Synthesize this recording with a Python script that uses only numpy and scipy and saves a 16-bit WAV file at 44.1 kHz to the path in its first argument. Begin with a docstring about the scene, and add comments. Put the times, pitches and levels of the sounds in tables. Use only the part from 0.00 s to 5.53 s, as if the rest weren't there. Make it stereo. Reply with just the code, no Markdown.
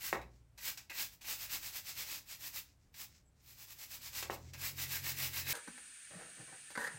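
"""A hand wire brush scrubs a rusty steel scabbard in quick strokes over a wooden bench in a small garage.
Thousands of wire tips stick and slip on the rust: their impulses merge into hiss and excite the
resonances of the hollow sheath. The brush lands with short splashes, a glove rustles, and two double
knocks set the bench ringing. Outside, a distant engine slows down and picks up again."""
import sys
import numpy as np
from scipy import signal
from scipy.fft import rfft, irfft
from scipy.io import wavfile

SR = 44100
rng = np.random.default_rng(int(sys.argv[2]) if len(sys.argv) > 2 else 0)


def unload_audio(sound):
    """Save the sound as a 16-bit wav file, at the path given as the first command line argument."""
    columns = np.transpose(np.atleast_2d(sound))
    # keep every value between -1 and 1, then stretch to whole-number steps
    steps = np.round(np.clip(columns, -1, 1) * 32767)
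    wavfile.write(sys.argv[1], SR, steps.astype(np.int16))


N = 243873
TIME = np.arange(N) / SR
BINS_HZ = np.maximum(np.arange(N // 2 + 1) * SR / N, 1)
CUTOFF_HZ = 15950

# brush strokes: (time of fastest motion [s], duration [s], level [dB])
BRUSH_STROKES = [(0.069, 0.097, -39), (0.678, 0.089, -37.5), (1.01, 0.1, -36.5), (1.138, 0.044, -56),
                 (1.314, 0.091, -38), (1.431, 0.089, -42), (1.545, 0.072, -36.5), (1.665, 0.093, -42),
                 (1.771, 0.071, -40), (1.897, 0.079, -42.5), (2.006, 0.084, -39.5), (2.128, 0.123, -40.5),
                 (2.324, 0.085, -45.5), (2.459, 0.093, -43), (2.575, 0.068, -40.5), (3.017, 0.082, -45),
                 (3.51, 0.11, -56), (3.62, 0.084, -50), (3.715, 0.069, -50.5), (3.828, 0.086, -46.5),
                 (3.941, 0.075, -44), (4.062, 0.089, -45.5), (4.185, 0.085, -38.5), (4.338, 0.047, -48),
                 (4.659, 0.1, -38), (4.823, 0.084, -38), (4.947, 0.094, -37), (5.088, 0.092, -37.5),
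                 (5.234, 0.11, -36), (5.382, 0.089, -37), (5.517, 0.082, -34)]
# wires landing on the steel: (time [s], level [dB], extra sheath ring [dB], attack [s])
BRUSH_LANDINGS = [(0.126, -41.5, 16, .001), (0.213, -58.5, 17, 0.00089), (0.575, -45, 8.5, 0.0056),
                  (0.773, -43, 6.5, .0005), (0.897, -45.5, 16, 0.0013), (1.209, -43, 3.5, .011),
                  (2.940, -51.5, 4.5, 0.0023), (4.225, -38, 8, 0.0011), (4.3, -43.5, 14.5, 0.004),
                  (4.533, -43.5, 14, 0.0027)]
# hiss of the wire tips: (frequency [Hz], relative spectral density [dB])
WIRE_SPECTRUM = [(120, -11), (280, -16), (460, -15.5), (900, -7.5), (1500, -5.5), (2400, 0), (3200, -2.5),
                 (5000, 1.5), (6500, -0.5), (8000, -1), (8800, -7), (10000, -6), (12000, 1), (15700, 1)]
# finest sizzle of the strokes: (time [s], gain [dB])
SIZZLE_GAIN = [(0.0, 0), (1.0, -0.1), (1.9, -1.5), (2.32, -2), (2.47, 0.4), (3.0, -0.7), (3.7, .3),
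               (4.2, -2), (4.66, .4), (5.53, 0.5)]
# hollow sheath, damped by the hand: (frequency [Hz], bandwidth [Hz], gain [dB])
SHEATH_MODES = [(273, 61, -10), (845, 560, -13.5), (1620, 72, -0.5), (1835, 67, -0.5), (1964, 70, 2),
                (2117, 135, -1), (2396, 236, -1), (2570, 120, 4), (2730, 310, -3), (3880, 204, -6),
                (4270, 82, -17.5)]
# knocks on the bench: (time [s], level [dB], contact cut-off [Hz])
BENCH_KNOCKS = [(0.1284, -22.5, 2290), (0.2182, -46.5, 596), (4.2266, -39, 2200), (4.2985, -27.5, 1520)]
# modes of the bench top: (frequency [Hz], gain [dB], 60 dB decay time [s])
BENCH_MODES = [(179.3, -13.5, 0.12), (239, -17, 0.42), (366, -54, 0.058), (580, -34.5, .11),
               (758, -27, 0.086), (852, -24.5, 0.09), (1027, -2.5, 0.045), (1110, -35, 0.12),
               (1270, -17, 0.15), (1312, -16, 0.17)]
# dry crack of a knock: (frequency [Hz], gain [dB], 60 dB decay time [s])
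CRACK_MODES = [(700, -2, .005), (1030, 3, .005), (1650, -6, .008), (1950, -1, .011), (3700, -9, .004)]
# delayed copies of a knock, first small rattling repeats, then reflections from bench and walls: (delay [s],
# gain [dB])
DELAYED_COPIES = [(.0026, -7), (.0055, -7.5), (0.0165, -31), (0.0198, -10)]
# rustles as the brush is turned in the hand: (time [s], half duration [s], level [dB])
GLOVE_RUSTLES = [(0.358, 0.061, -75), (2.692, 0.05, -70.5), (2.845, 0.061, -77), (3.152, 0.055, -65),
                 (3.41, 0.046, -73.5), (4.462, 0.092, -63)]
# glove cloth: (frequency [Hz], relative spectral density [dB])
CLOTH_SPECTRUM = [(200, 1), (600, -19), (2000, 2.5), (3300, -3.5), (5500, 4), (7800, 0), (9000, -13),
                  (15500, -10)]
# speed of the engine: (time [s], firing rate [Hz])
FIRING_RATE = [(0.2, 60.59), (1.5, 49.15), (2.1, 42.3), (2.55, 36.39), (3.8, 32.5), (4.2, 36.5),
               (4.62, 45.02), (5.1, 44.2), (5.53, 44.97)]
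# engine load, weak in overtones when coasting: (time [s], relative level [dB], step per harmonic [dB])
ENGINE_LOAD = [(0.0, -74, -1), (0.2, -55.5, -2), (0.55, -69, -5), (1.15, -79, -3), (1.45, -62.5, -4.5),
               (1.85, -66.5, -6), (3.8, -72.5, -1), (4.4, -56, 1), (5.53, -56.5, 3.5)]
# transmission of the engine's harmonics through the walls: (frequency [Hz], gain [dB])
WALL_TRANSMISSION = [(32, -9), (44, -13.5), (50, -2), (60, -0.5), (88, -0.5), (110, -1.5), (122, -3),
                     (133, 0.5), (150, -14.5), (185, -22.5)]
# still air of the garage: (frequency [Hz], relative spectral density [dB])
AIR_SPECTRUM = [(20, -25.5), (40, -7), (70, -4), (130, -4.5), (170, -11.5), (300, -18), (600, -23.5),
                (1500, -27.5), (4000, -34.5), (8000, -34), (15500, -43.5)]
# reverberation of the garage: (frequency [Hz], 60 dB decay time [s])
REVERB_TIMES = [(100, .42), (300, .33), (1000, .26), (2000, .23), (5000, .26), (14000, .2)]
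# likeness of left and right in the room: (frequency [Hz], correlation [0 to 1])
COHERENCE = [(50, 1), (130, 1), (300, 0.55), (640, 0.59), (1400, 0.092), (3100, 0.29), (6800, 0.031),
             (15000, 0.03)]
# balance of the channels: (frequency [Hz], left minus right [dB])
CHANNEL_BALANCE = [(60, -9.5), (120, -7), (330, -3.5), (600, -5), (2400, -0.2), (4400, -1), (8100, 5.5),
                   (12000, 1.5), (15000, 9)]


def brush(sizzle_db, sheath_db, split_hz):
    """Stick-slip friction: wire tips radiate hiss directly and drive the sheath into vibration."""
    hiss_envelope, ring_envelope, sizzle_envelope = brush_envelopes()
    tips = flicks(per_s=28000, size_db=-0.5, clump_db=1.0)
    wires = rms_one(shaped(tips, from_db(at_hz(WIRE_SPECTRUM, BINS_HZ)) * (BINS_HZ < CUTOFF_HZ)))
    sizzle = shaped(wires, 1 - 1 / (1 + (BINS_HZ / split_hz) ** 8))
    direct = hiss_envelope * (wires - sizzle) + from_db(sizzle_db) * sizzle_envelope * sizzle
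    return direct + from_db(sheath_db) * ring_envelope * sheath(shift_db=2.5)


def brush_envelopes(ordinary_db=-38.5, lengthwise_from_s=4.5, splash_t60=0.14):
    """Incoherent sources add in power: strokes and landings sum to envelopes of hiss, ring and sizzle."""
    power = np.zeros((3, N))
    for s, length, level_db in BRUSH_STROKES:
        sliding = stroke_swell(s, length)
        # the wires catch while the stroke is still slow, so the ring leads the hiss and lasts longer
        catching = stroke_swell(s - 0.0055, length + 0.01)
        # the sheath rings more under pressure, and once the brush lies lengthwise on the hollow part
        ring_db = 0.72 * (level_db - ordinary_db) + 4.0 * (s > lengthwise_from_s)
        sizzle_db = np.interp(s, *np.transpose(SIZZLE_GAIN))
        gains = from_db(level_db + np.array([[0], [ring_db], [sizzle_db]]))
        power += (gains * [sliding, catching, sliding]) ** 2
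    for s, level_db, ring_db, attack in BRUSH_LANDINGS:
        age = np.maximum(TIME - s, 0)
        splash = (1 - np.exp(-age / attack)) * from_db(level_db - 60 * age / splash_t60)
        power += np.outer(from_db([1.0, ring_db, -5.5]), splash) ** 2  # duller than sliding
    return np.sqrt(power)


def stroke_swell(s, length, rise_share=0.55, roundness=2.04):
    """Friction noise follows sliding speed: a swell of height 1 as the hand speeds up and slows."""
    width = length * np.where(TIME < s, rise_share, 1 - rise_share)
    return np.exp(-np.minimum(np.abs((TIME - s) / width) ** roundness, 20))


def flicks(per_s, size_db, clump_db):
    """Shot noise: tips snap free at random, in clumps as whole tufts catch."""
    released = rng.random((2, N)) < per_s / SR
    sizes = from_db(size_db * np.minimum(rng.exponential(1, (2, N)), 4)) * rng.standard_normal((2, N))
    clumping = from_db(clump_db * drift(70))
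    return rms_one(spread(released * sizes * clumping))


def sheath(shift_db):
    """Forced resonance: catching wires drive the modes; the moving contact favours one, then another."""
    catches = flicks(per_s=4200, size_db=-1.5, clump_db=3.0)
    modes = (from_db(db + shift_db * drift(6)) * resonance(catches, hz, width) * (-1) ** k
             for k, (hz, width, db) in enumerate(SHEATH_MODES))
    return rms_one(sum(modes))


def knocks(crack_db, ring_db):
    """Impact excitation: a pulse, softened by the contact, starts a dry crack and the bench's modes."""
    force = np.zeros(N)
    for s, level_db, contact_hz in BENCH_KNOCKS:
        impulse = from_db(level_db) * (np.arange(N) == round(s * SR))
        force += butter(impulse, contact_hz, "low", order=3)
    crack = sum(from_db(db) * ring(force, hz, t60) for hz, db, t60 in CRACK_MODES)
    reach = rng.uniform(.5, 1.5, (len(BENCH_MODES), 2, 1))  # each mode's strength on each side
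    wood = sum(from_db(db) * reach[k] * ring(force, hz, t60) * (-1) ** k
               for k, (hz, db, t60) in enumerate(BENCH_MODES))
    return from_db(ring_db) * wood - from_db(crack_db) * butter(crack, 400, "high")


def glove():
    """Fibre friction: cloth slips over the handle in soft swells."""
    swells = sum(from_db(db) * np.exp(-((TIME - s) / half) ** 2) for s, half, db in GLOVE_RUSTLES)
    fibres = flicks(per_s=6000, size_db=0.0, clump_db=1.0)
    return swells * rms_one(shaped(fibres, from_db(at_hz(CLOTH_SPECTRUM, BINS_HZ))))


def faint_whistle(s, half_s, hz, fall_hz_per_s, width_hz, level_db):
    """Narrow-band noise: a faint, thin, unsteady high whistle that falls slightly."""
    age = TIME - s
    phase = 2 * np.pi * (hz * age - fall_hz_per_s * age ** 2 / 2)
    whistle = drift(width_hz) * np.sin(phase) + drift(width_hz) * np.cos(phase)
    return from_db(level_db) * np.exp(-(age / half_s) ** 2) * whistle


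def engine(gain_db, waver_db, rumble_db, rumble_hz):
    """Periodic firing makes a harmonic series; the walls pass its lowest three tones and a rumble."""
    firing_hz = np.interp(TIME, *np.transpose(FIRING_RATE))
    times, *columns = np.transpose(ENGINE_LOAD)
    level_db, step_db = [np.interp(TIME, times, column) for column in columns]
    phase = 2 * np.pi * np.cumsum(firing_hz * (1 + 0.011 * drift(11))) / SR
    hum = 0
    for k in (1, 2, 3):
        harmonic_db = at_hz(WALL_TRANSMISSION, k * firing_hz) + step_db * (k - 1.5)
        hum += from_db(harmonic_db + waver_db * drift(11)) * np.sin(k * phase)
    rumble = rms_one(butter(butter(diffuse_noise(), 50, "high"), rumble_hz, "low"))
    return from_db(gain_db + level_db) * (hum + from_db(rumble_db + step_db) * rumble)


def still_air(level_db):
    """Ambient noise: a steady diffuse field, strongest in the bass."""
    return from_db(level_db) * rms_one(shaped(diffuse_noise(), from_db(at_hz(AIR_SPECTRUM, BINS_HZ))))


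def rattle_and_echoes(direct):
    """Repeated impact and reflection: the knock rattles briefly and near surfaces return delayed copies, at
    slightly different times per side."""
    lags = rng.normal(0, 0.00039, (len(DELAYED_COPIES), 2))
    echoes = np.zeros((2, N))
    for (delay, db), lag in zip(DELAYED_COPIES, lags):
        for side in (0, 1):
            echoes[side] += from_db(db) * np.interp(TIME - delay - lag[side], TIME, direct[side])
    return direct + echoes


def garage(x, wet_db, build_s):
    """Reverberation: a diffuse tail builds up quickly and decays exponentially, sooner in the treble."""
    age = TIME[:SR // 2]
    spectrum = rfft(diffuse_noise()[:, :len(age)])
    hz = np.fft.rfftfreq(len(age), 1 / SR)
    edges = np.geomspace(60, 20000, 11)
    tail = 0
    for low, high in zip(edges, edges[1:]):
        band = irfft(spectrum * ((hz >= low) & (hz < high)), len(age))
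        tail += band * from_db(-60 * age / at_hz(REVERB_TIMES, np.sqrt(low * high)))
    tail *= 1 - np.exp(-age / build_s)
    tail /= np.sqrt(np.sum(tail ** 2) / 2)
    return x + from_db(wet_db) * signal.fftconvolve(x, tail, axes=1)[:, :N]


def diffuse_noise():
    """Diffuse field: white noise, partly correlated between left and right."""
    return spread(rng.standard_normal((2, N)))


def spread(pair):
    """Partial coherence: sum and difference of two signals, alike in the bass, unrelated in the treble."""
    alike = np.clip(at_hz(COHERENCE, BINS_HZ), 0, 1)
    return shaped(pair[0], np.sqrt(1 + alike)) + shaped(pair[1], np.sqrt(1 - alike)) * [[1], [-1]]


def ring(x, hz, t60):
    """Damped oscillator: a unit impulse starts a decaying sine of height 1."""
    radius, angle = from_db(-60 / (t60 * SR)), 2 * np.pi * hz / SR
    return signal.lfilter([0, np.sin(angle)], [1, -2 * radius * np.cos(angle), radius ** 2], x + 1e-18)


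def resonance(x, hz, width_hz):
    """Driven resonator: a band-pass with a peak gain of 1."""
    radius, angle = np.exp(-np.pi * width_hz / SR), 2 * np.pi * hz / SR
    gain = (1 - radius ** 2) / 2
    return signal.lfilter([gain, 0, -gain], [1, -2 * radius * np.cos(angle), radius ** 2], x)


def drift(rate_hz):
    """Random modulation: low-passed noise of unit rms."""
    return rms_one(shaped(rng.standard_normal(N), 1 / (1 + (BINS_HZ / rate_hz) ** 2)))


def butter(x, hz, kind, order=2):
    """Causal filtering with a maximally flat passband."""
    return signal.sosfilt(signal.butter(order, hz, kind, fs=SR, output="sos"), x + 1e-18)


def shaped(x, gain):
    """Spectral weighting: one gain per frequency."""
    return irfft(rfft(x) * gain, N)


def at_hz(points, hz):
    """Interpolation of a table on a log-frequency axis."""
    frequencies, values = np.transpose(points)
    return np.interp(np.log(hz), np.log(frequencies), values)


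def rms_one(x):
    """Normalisation to unit rms."""
    return x / np.sqrt(np.mean(x ** 2) + 1e-20)


def from_db(db):
    """Amplitude ratio from decibels."""
    return 10 ** (np.asarray(db) / 20)


def scene():
    """Superposition: brush, knocks, glove and a faint whistle, over the engine and still air."""
    scrubbing = garage(brush(sizzle_db=-0.5, sheath_db=-14.0, split_hz=9000), wet_db=-8.0, build_s=0.0038)
    blows = garage(rattle_and_echoes(knocks(crack_db=1.5, ring_db=-9.5)), wet_db=-3.0, build_s=0.008)
    air = still_air(level_db=-70.5)
    rustle = glove()
    whistle = faint_whistle(s=3.275, half_s=.024, hz=7720, fall_hz_per_s=4000, width_hz=70, level_db=-78)
    drone = engine(gain_db=-1.5, waver_db=2.5, rumble_db=-8.5, rumble_hz=270)
    return scrubbing + blows + rustle + whistle + drone + air


def record(dry):
    """Level difference and band limiting: more treble on the left, more bass on the right, the top cut."""
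    balanced = shaped(dry, from_db(at_hz(CHANNEL_BALANCE, BINS_HZ) / 2 * np.array([[1], [-1]])))
    return signal.sosfilt(signal.ellip(12, .1, 80, CUTOFF_HZ, fs=SR, output="sos"), balanced)


dry = scene()
out = record(dry)
unload_audio(out)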